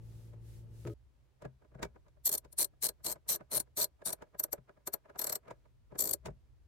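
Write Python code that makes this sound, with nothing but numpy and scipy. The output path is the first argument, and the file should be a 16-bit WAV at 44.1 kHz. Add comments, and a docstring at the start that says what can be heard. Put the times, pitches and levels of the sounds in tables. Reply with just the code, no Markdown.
"""Inside a vehicle, close to a phone, a socket ratchet works a nut on a fuse holder screwed to a panel.
Over the cabin rumble a motor hums, a hollow bump sounds, then both sounds cut off abruptly. The socket
knocks onto the nut, fingers spin the ratchet in short buzzing runs, and the handle swings back tooth by
tooth. Each snap of the pawl excites the modes of the steel head and, through the socket, the panel."""
import sys
import numpy as np
from scipy import signal
from scipy.fft import rfft, irfft, next_fast_len
from scipy.io import wavfile
from scipy.ndimage import map_coordinates

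SR = 44100
rng = np.random.default_rng(int(sys.argv[2]) if len(sys.argv) > 2 else 0)


def transcribe(u):
    """Save the signal u as a 16-bit wav file named by the first command-line argument.

    u: samples, shape (n,) or (channels, n), limited to [-1, 1]; the rate is SR.
    q: integer samples, one column per channel.
    """
    v = np.clip(np.atleast_2d(u).T, -1, 1)
    q = np.round(v * 32767).astype(np.int16)
    wavfile.write(sys.argv[1], SR, q)


N = 294147
TIME = np.arange(N) / SR

# spectral lines of the motor: (frequency [Hz], level [dB])
HUM_LINES = [(57, -62.5), (113, -52.5), (171, -69), (226, -75.5), (339, -73.5), (400, -92), (468, -80.5),
             (565, -83.5), (872, -88.5)]
# air rushing with the motor: (frequency [Hz], gain [dB])
RUSH_SPECTRUM = [(25, 0), (65, 7), (130, 7.5), (220, -12.5), (380, -7), (600, -17), (1000, -27),
                 (2500, -33.5), (6000, -43), (15000, -53)]
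# swells of a thin hiss: (start [s], end [s], level [dB])
HISS_SWELLS = [(0.032, 0.308, -71.5), (0.453, 0.602, -67.5), (0.74, 0.96, -68.5)]
# background noise of the cabin: (frequency [Hz], gain [dB])
CABIN_SPECTRUM = [(15, -42.5), (25, -17), (44, -5.5), (64, 3.5), (77, -5.5), (98, -10.5), (131, -7.5),
                  (163, -25.5), (879, -43), (978, -42.5), (1210, -45.5), (4500, -53), (15000, -62.5)]
# course of the cabin rumble: (time [s], level [dB])
RUMBLE_LEVELS = [(0.96, -62.5), (1.35, -70), (1.9, -62.5), (3.0, -65.5), (5.0, -72), (6.2, -60.5),
                 (6.67, -62.5)]
# socket and fingers striking the nut: (time [s], panel drive [dB], thump drive [dB], tick drive [dB])
NUT_KNOCKS = [(0.334, -55.5, -68, -76), (0.872, -42.5, -55, -53), (1.421, -48.5, -50.5, -61),
              (1.451, -38.5, -41, -64), (1.621, -59, -65, -88), (1.749, -51, -45.5, -74),
              (1.794, -45.5, -48, -76), (1.829, -35, -42, -38), (1.848, -42.5, -45, -54),
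              (1.96, -52, -65, -89), (2.082, -71.5, -79, -73), (2.448, -52.5, -58.5, -64),
              (3.157, -50.5, -64.5, -68), (3.408, -45.5, -55, -75), (3.559, -43.5, -47.5, -70),
              (4.019, -49, -75, -71), (4.222, -43, -71, -60.5), (4.348, -50.5, -63, -85),
              (4.58, -54.5, -50.5, -81), (4.693, -49.5, -79.5, -80), (5.056, -54, -81, -87.5),
              (5.098, -47.5, -77, -71), (5.159, -46, -80.5, -67), (5.481, -45.5, -65.5, -66.5),
              (5.508, -39, -55.5, -57), (5.92, -49, -51.5, -82), (5.955, -43, -70, -63.5),
              (6.258, -41, -51.5, -45.5), (6.269, -50, -41.5, -53.5), (6.283, -41, -43.5, -72),
              (6.303, -55.5, -41.5, -75.5)]
# firmness of the socket's seat: (time [s], treble boost and bass cut [dB])
SEAT_TILT = [(1.45, -1.5), (4.5, 1), (5.3, 3), (6.0, -3.5)]
# panel and fuse holder: (frequency [Hz], bandwidth [Hz], gain [dB], left minus right [dB])
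PANEL_MODES = [(154, 94, -4, 3.5), (328, 41, 0, -2.5), (396.4, 31, 4, 2), (487, 50, 1, 3.5),
               (569.6, 36, 5, -2), (629.6, 63, 4, -1), (762.5, 69, -6, 4), (856, 63, -6.5, -7),
               (990, 60, -3.5, 0.5), (1241, 170, -9, -1), (1505, 72, -10, 3), (1652, 50, -8, 0),
               (2230, 610, -20, 0)]
# wall behind the panel: (frequency [Hz], bandwidth [Hz], gain [dB], left minus right [dB])
WALL_MODES = [(52.04, 13, -1.5, 2.5), (130, 8, 4, 5.5), (169, 26, -5.5, 5), (228, 10, -12.5, 14)]
# brass stud met by metal: (frequency [Hz], bandwidth [Hz], gain [dB], left minus right [dB])
STUD_MODES = [(945, 130, 9, 0.5), (1520, 130, 5, 4.5), (1970, 310, -6, 8), (2300, 30, 4.5, -3),
              (3640, 460, -13.5, -7), (5150, 250, -4, -4.5)]
# blows that make up the stumbling bump: (time [s], drive [dB])
BUMP_BLOWS = [(0.852, -36.5), (0.866, -38.5), (0.883, -40), (0.899, -41.5)]
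# hollow body that is bumped: (frequency [Hz], bandwidth [Hz], gain [dB], left minus right [dB])
HOLLOW_MODES = [(114.3, 8.8, 9.5, 3), (313, 9.8, 2, 3), (341.6, 9.6, 5.5, -2), (418.5, 8, 1.5, 2),
                (468, 21, -4, 3), (569, 9, -5.5, 4), (1262, 17, -16, 14)]
# runs of teeth, from quick finger spins to two slow swings of the handle: (start [s], end [s],
# teeth [count], slowing [0-1], steel drive [dB], swell [dB], panel drive [dB], pawl mode gain [dB])
TOOTH_RUNS = [(2.256, 2.275, 5, 0.09, -31.5, 0.5, -54.5, 9.5), (2.317, 2.351, 4, 0.06, -30.5, 1, -46, 11),
              (2.584, 2.628, 8, .3, -30.5, 4.5, -48.5, 19.5), (2.826, 2.866, 6, 0, -28.5, 2.5, -46.5, 6),
              (3.045, 3.125, 12, 0.24, -36, 3, -47.5, 0), (3.29, 3.358, 14, .1, -32.5, -9.5, -49.5, -7.5),
              (3.517, 3.577, 9, 0.04, -33, 8.5, -44.5, 18.5), (3.772, 3.831, 11, .1, -32, 2.5, -44, 9),
              (4.059, 4.104, 6, 0.33, -36.5, -6, -44.5, 22), (5.192, 5.3554, 7, .11, -31, 0, -42.5, -6),
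              (5.992, 6.111, 8, .14, -33.5, -4, -44.5, 17)]
# teeth that slip past the pawl alone: (time [s], steel drive [dB], panel drive [dB])
SINGLE_TEETH = [(2.2925, -30.5, -44), (2.379, -36.5, -58.5), (2.5276, -52.5, -65), (2.6451, -33, -51),
                (2.8892, -30, -44), (3.0649, -27.5, -46), (3.601, -29.5, -44.5), (3.8428, -27.5, -44),
                (4.129, -34.5, -43.5), (4.3972, -33.5, -41.5), (4.4386, -34, -42), (4.5297, -33, -36.5),
                (4.8739, -33, -38.5), (4.9381, -32.5, -38), (6.135, -28.5, -42.5)]
# hold of the fingers on the head: (time [s], grip [0 light to 1 tight])
GRIP_TIGHTNESS = [(2.32, 0.68), (2.75, 0.017), (3.12, 0.49), (3.85, 0.053), (4.1, 0.18), (4.45, 1),
                  (4.9, 0.31), (5.3, 0.51), (6.05, 0.78)]
# ratchet head: (frequency [Hz], bandwidth [Hz], gain [dB], change in a tight grip [dB])
HEAD_MODES = [(4176, 107, 13.5, -9.5), (4393, 120, 7, -8.5), (7690, 110, 5.5, 10.5),
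              (12123, 230, 10.5, 12.5)]
# socket and extension bar: (frequency [Hz], bandwidth [Hz])
BAR_MODES = [(5945, 190), (8130, 260), (9070, 120), (9800, 430)]
# broad snap of steel on steel: (frequency [Hz], gain [dB])
SNAP_SPECTRUM = [(300, -21.5), (1200, -8), (2700, -13), (3400, -35.5), (4400, 6.5), (5000, -3),
                 (6000, -0.5), (6900, -1.5), (8200, 3), (9900, -0.5), (10800, -1.5), (12600, 5.5),
                 (14000, -18), (15600, -15)]


def undb(db):
    """Decibels express an amplitude ratio logarithmically; this returns the ratio."""
    return 10 ** (np.asarray(db) / 20)


def panned(db, pan_db):
    """Interchannel level difference: left and right gains lie pan_db apart."""
    return undb(db + np.array([[pan_db], [-pan_db]]) / 2)


def curve(points):
    """Linear interpolation of (time [s], value) points at every sample."""
    return np.interp(TIME, *np.transpose(points))


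def unit(x):
    """Normalisation to unit mean power."""
    return x / np.sqrt(np.mean(x ** 2))


def drift(rate_hz):
    """Random modulation: Gaussian values joined by straight lines."""
    return np.interp(TIME * rate_hz, np.arange(2048), rng.standard_normal(2048))


def noise(shared):
    """Partial coherence: white noise at two microphones shares a fraction of its power."""
    return np.sqrt(shared) * rng.standard_normal(N) + np.sqrt(1 - shared) * rng.standard_normal((2, N))


def colour(x, points):
    """Minimum-phase filtering through (frequency [Hz], gain [dB]) points."""
    hz, db = np.transpose(points)
    size = next_fast_len(N + SR // 2) * 2
    bin_hz = np.arange(size // 2 + 1) * SR / size
    cepstrum = irfft(np.interp(np.log(bin_hz + 1), np.log(hz), np.log(undb(db))))
    # folding the cepstrum makes the response causal
    cepstrum[1:size // 2] *= 2
    cepstrum[size // 2 + 1:] = 0
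    return irfft(rfft(x, size) * np.exp(rfft(cepstrum)))[..., :N]


def resonate(x, hz, width):
    """Resonance of one damped mode, with unit gain at its centre."""
    return signal.lfilter(*signal.iirpeak(hz, hz / width, fs=SR), x)


def body(force, modes):
    """Modal superposition with alternating signs, roughly keeping the power of white noise."""
    power = sum(undb(db) ** 2 * np.pi * width / SR for _, width, db, _ in modes)
    return sum((-1) ** k * panned(db, pan_db) * resonate(force, hz, width)
               for k, (hz, width, db, pan_db) in enumerate(modes)) / np.sqrt(power)


def impulses(times, db):
    """Impulsive excitation: each blow lasts one sample."""
    return np.bincount((np.asarray(times) * SR).astype(int), undb(db), N)


def contacts(times, levels_db, pans_db, lead_db, rise_s, fall_s, tail_db, tail_s):
    """Incoherent addition of envelopes: each click swells for a few milliseconds, snaps and dies away."""
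    power = np.zeros((2, N))
    for at, db, pan_db in np.broadcast(times, levels_db, pans_db):
        span = slice(max(int(at * SR) - SR // 20, 0), int(at * SR) + SR // 8)
        t = abs(TIME[span] - at)
        lead_in = undb(lead_db) * np.exp(-t / rise_s)
        decay = np.exp(-t / fall_s) + undb(tail_db) * np.exp(-t / tail_s)
        power[:, span] += (panned(db, pan_db) * np.where(TIME[span] < at, lead_in, decay)) ** 2
    return np.sqrt(power)


def motor(waver=0.0036):
    """A line spectrum under slight frequency modulation hums over rushing air and a thin hiss."""
    phase_per_hz = 2 * np.pi * np.cumsum(1 + waver * drift(11)) / SR
    hum = sum(undb(db) * np.sqrt(2) * np.sin(hz * phase_per_hz + rng.uniform(0, 2 * np.pi))
              for hz, db in HUM_LINES)
    rush = undb(-57.5) * unit(colour(noise(0.21), RUSH_SPECTRUM))
    fade_s = 0.053
    swells = sum(undb(db) * (np.tanh((TIME - start) / fade_s) - np.tanh((TIME - end) / fade_s)) / 2
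                 for start, end, db in HISS_SWELLS)
    hiss = colour(noise(0.062), [(300, -12), (1500, 2.5), (6000, 3.5), (12000, 2.5), (15500, -2)])
    return hum * undb([[1.3], [-1.2]]) + rush + swells * unit(hiss)


def cabin(air_db=-74.5, drift_db=0.5):
    """Ambient noise in two bands: the rumble is more coherent between channels than the faint air."""
    lowpass = signal.butter(2, 220, fs=SR, output="sos")
    highpass = signal.butter(2, 260, "high", fs=SR, output="sos")
    rumble = unit(signal.sosfilt(lowpass, colour(noise(0.34), CABIN_SPECTRUM)))
    air = unit(signal.sosfilt(highpass, colour(noise(0.19), CABIN_SPECTRUM)))
    return undb(curve(RUMBLE_LEVELS)) * rumble + undb(air_db + drift_db * drift(5)) * air


def panel(force, pivot_hz=640):
    """Contact stiffness tilts the drive of the panel: a firm seat favours highs, a soft one lows."""
    low = signal.sosfiltfilt(signal.butter(2, pivot_hz, fs=SR, output="sos"), force)
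    tilt = undb(curve(SEAT_TILT))
    return body(low / tilt + (force - low) * tilt, PANEL_MODES)


def knocks():
    """Impacts on the nut excite coupled bodies: the panel knocks, the wall thumps, the stud rings."""
    times, panel_db, thump_db, tick_db = np.vstack([NUT_KNOCKS, fumbles()]).T
    push = noise(0.21) * contacts(times, panel_db, pans_db=0, lead_db=-4.5, rise_s=0.0088,
                                  fall_s=0.005, tail_db=-17.5, tail_s=0.023)
    touch = noise(0) * contacts(times, tick_db, pans_db=1.5, lead_db=-5, rise_s=0.003,
                                fall_s=0.006, tail_db=-24, tail_s=0.016)
    tick = colour(touch, [(400, -13.5), (1500, -5), (2500, 2), (4200, -5.5), (7000, 1.5),
                          (11000, -11), (15500, -12)])
    thump = colour(impulses(times, thump_db), [(20, -4), (200, 1), (600, -18.5), (3000, -54.5)])
    wall = undb(25.5) * body(thump, WALL_MODES)
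    stud = undb(4) * body(touch, STUD_MODES)
    return undb(2) * panel(push) + wall + undb(3.5) * tick + stud


def bump():
    """Free vibration: a hollow body booms after each of a few soft blows."""
    push = colour(impulses(*np.transpose(BUMP_BLOWS)), [(20, 8), (1300, 0), (2500, -1), (8000, -12)])
    return undb(25) * body(push, HOLLOW_MODES)


def fumbles(start_s=1.56, end_s=5.6, per_s=9, scatter_db=7.5):
    """Random excitation: fingers touch the tool faintly at uneven times, in rows like NUT_KNOCKS."""
    slots = np.arange(start_s, end_s, 1 / per_s)
    late, loud = rng.uniform(0, 1, (len(slots), 2)).T
    drives_db = np.add.outer(scatter_db * (2 * loud - 1), (-63, -71, -89))
    return np.column_stack([slots + late / per_s, drives_db])


def teeth(jitter_s=0.00046, scatter_db=1, pan_db=2.5, pan_scatter_db=2):
    """An impact train: (time [s], steel drive [dB], panel drive [dB], left minus right [dB])."""
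    rows = list(SINGLE_TEETH)
    rebound = [0.008, -12, -5.5]  # the pawl strikes again: (delay [s], steel [dB], panel [dB])
    for start, end, count, slowing, steel_db, swell_db, panel_db, _ in TOOTH_RUNS:
        turn = np.linspace(0, 1, count)
        late, loud = rng.standard_normal((count, 2)).T
        elapsed = turn - slowing * turn * (1 - turn)  # gaps widen as the hand slows
        times = start + (end - start) * elapsed + jitter_s * late
        snap_db = steel_db + swell_db * (turn - 0.5) + scatter_db * loud
        run = np.column_stack([times, snap_db, np.full(count, panel_db)])
        rows += [*run, *(run[:-1] + rebound)]
    return np.column_stack([rows, pan_db + pan_scatter_db * rng.standard_normal(len(rows))])


def steel_ring(force, pawl_hz=9280, pawl_width_hz=180, vary_db=2.5):
    """Modal response of head, pawl and bar; a tight grip shifts the head's ring to its high modes."""
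    grip = curve(GRIP_TIGHTNESS)
    pawl_db = curve([(edge, run[-1]) for run in TOOTH_RUNS for edge in run[:2]])
    modes = [(hz, width, db + grip * grip_db) for hz, width, db, grip_db in HEAD_MODES]
    modes.append((pawl_hz, pawl_width_hz, pawl_db))
    # every tooth weights the modes a little differently
    head = sum(undb(db + vary_db * drift(60)) * resonate(force, hz, width) for hz, width, db in modes)
    bar = sum(undb(5.3 * drift(20)) * resonate(force, hz, width) for hz, width in BAR_MODES)
    return colour(force, SNAP_SPECTRUM) + undb(-0.3) * head + undb(-3) * bar


def reflections(x, echo_db=-6, far_s=0.0017, drift_s=0.00004, count=4):
    """Early reflections from close surfaces reach each microphone; delays shift as the hands move."""
    out = x.copy()
    for ear in range(2):
        for lag_s in rng.uniform(far_s / 10, far_s, count):
            position = (TIME - lag_s - drift_s * drift(3)) * SR
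            out[ear] += undb(echo_db) * map_coordinates(x[ear], [position], order=3)
    return out / np.sqrt(1 + count * undb(echo_db) ** 2)


def ratchet(grain_db=0.1, crack_db=1.5, crack_s=0.00034):
    """Impact excitation: the pawl snaps off each tooth, ringing the steel and shaking the panel."""
    times, steel_db, panel_db, pan_db = teeth().T
    click_envelope = contacts(times, steel_db, pan_db + 1.5, lead_db=-3, rise_s=0.0037,
                              fall_s=0.0034, tail_db=-15, tail_s=0.008)
    crack = signal.lfilter([1], [1, -np.exp(-1 / (crack_s * SR))], impulses(times, steel_db + crack_db))
    force = noise(0) * np.hypot(click_envelope * undb(grain_db * drift(280)), crack)
    steel = reflections(steel_ring(force))
    shake = noise(0.11) * contacts(times, panel_db, pans_db=0, lead_db=-4.5, rise_s=0.0041,
                                   fall_s=0.0053, tail_db=-14, tail_s=0.016)
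    return undb(-1) * steel + undb(2.5) * panel(shake)


def scene(cut_at_s=0.94, fade_s=0.00252, resume_s=1.2):
    """Superposition: the sound of motor, bump and knocks cuts off abruptly, then the knocks resume."""
    opening = np.clip((cut_at_s - TIME) / fade_s, 0, 1)
    working = TIME > resume_s
    return opening * (motor() + bump()) + (opening + working) * knocks() + ratchet() + cabin()


def record(dry, top_hz=15950):
    """Band limiting: the phone cuts the highest treble steeply."""
    return signal.sosfilt(signal.ellip(10, 0.2, 80, top_hz, fs=SR, output="sos"), dry)


dry = scene()
out = record(dry)
transcribe(out)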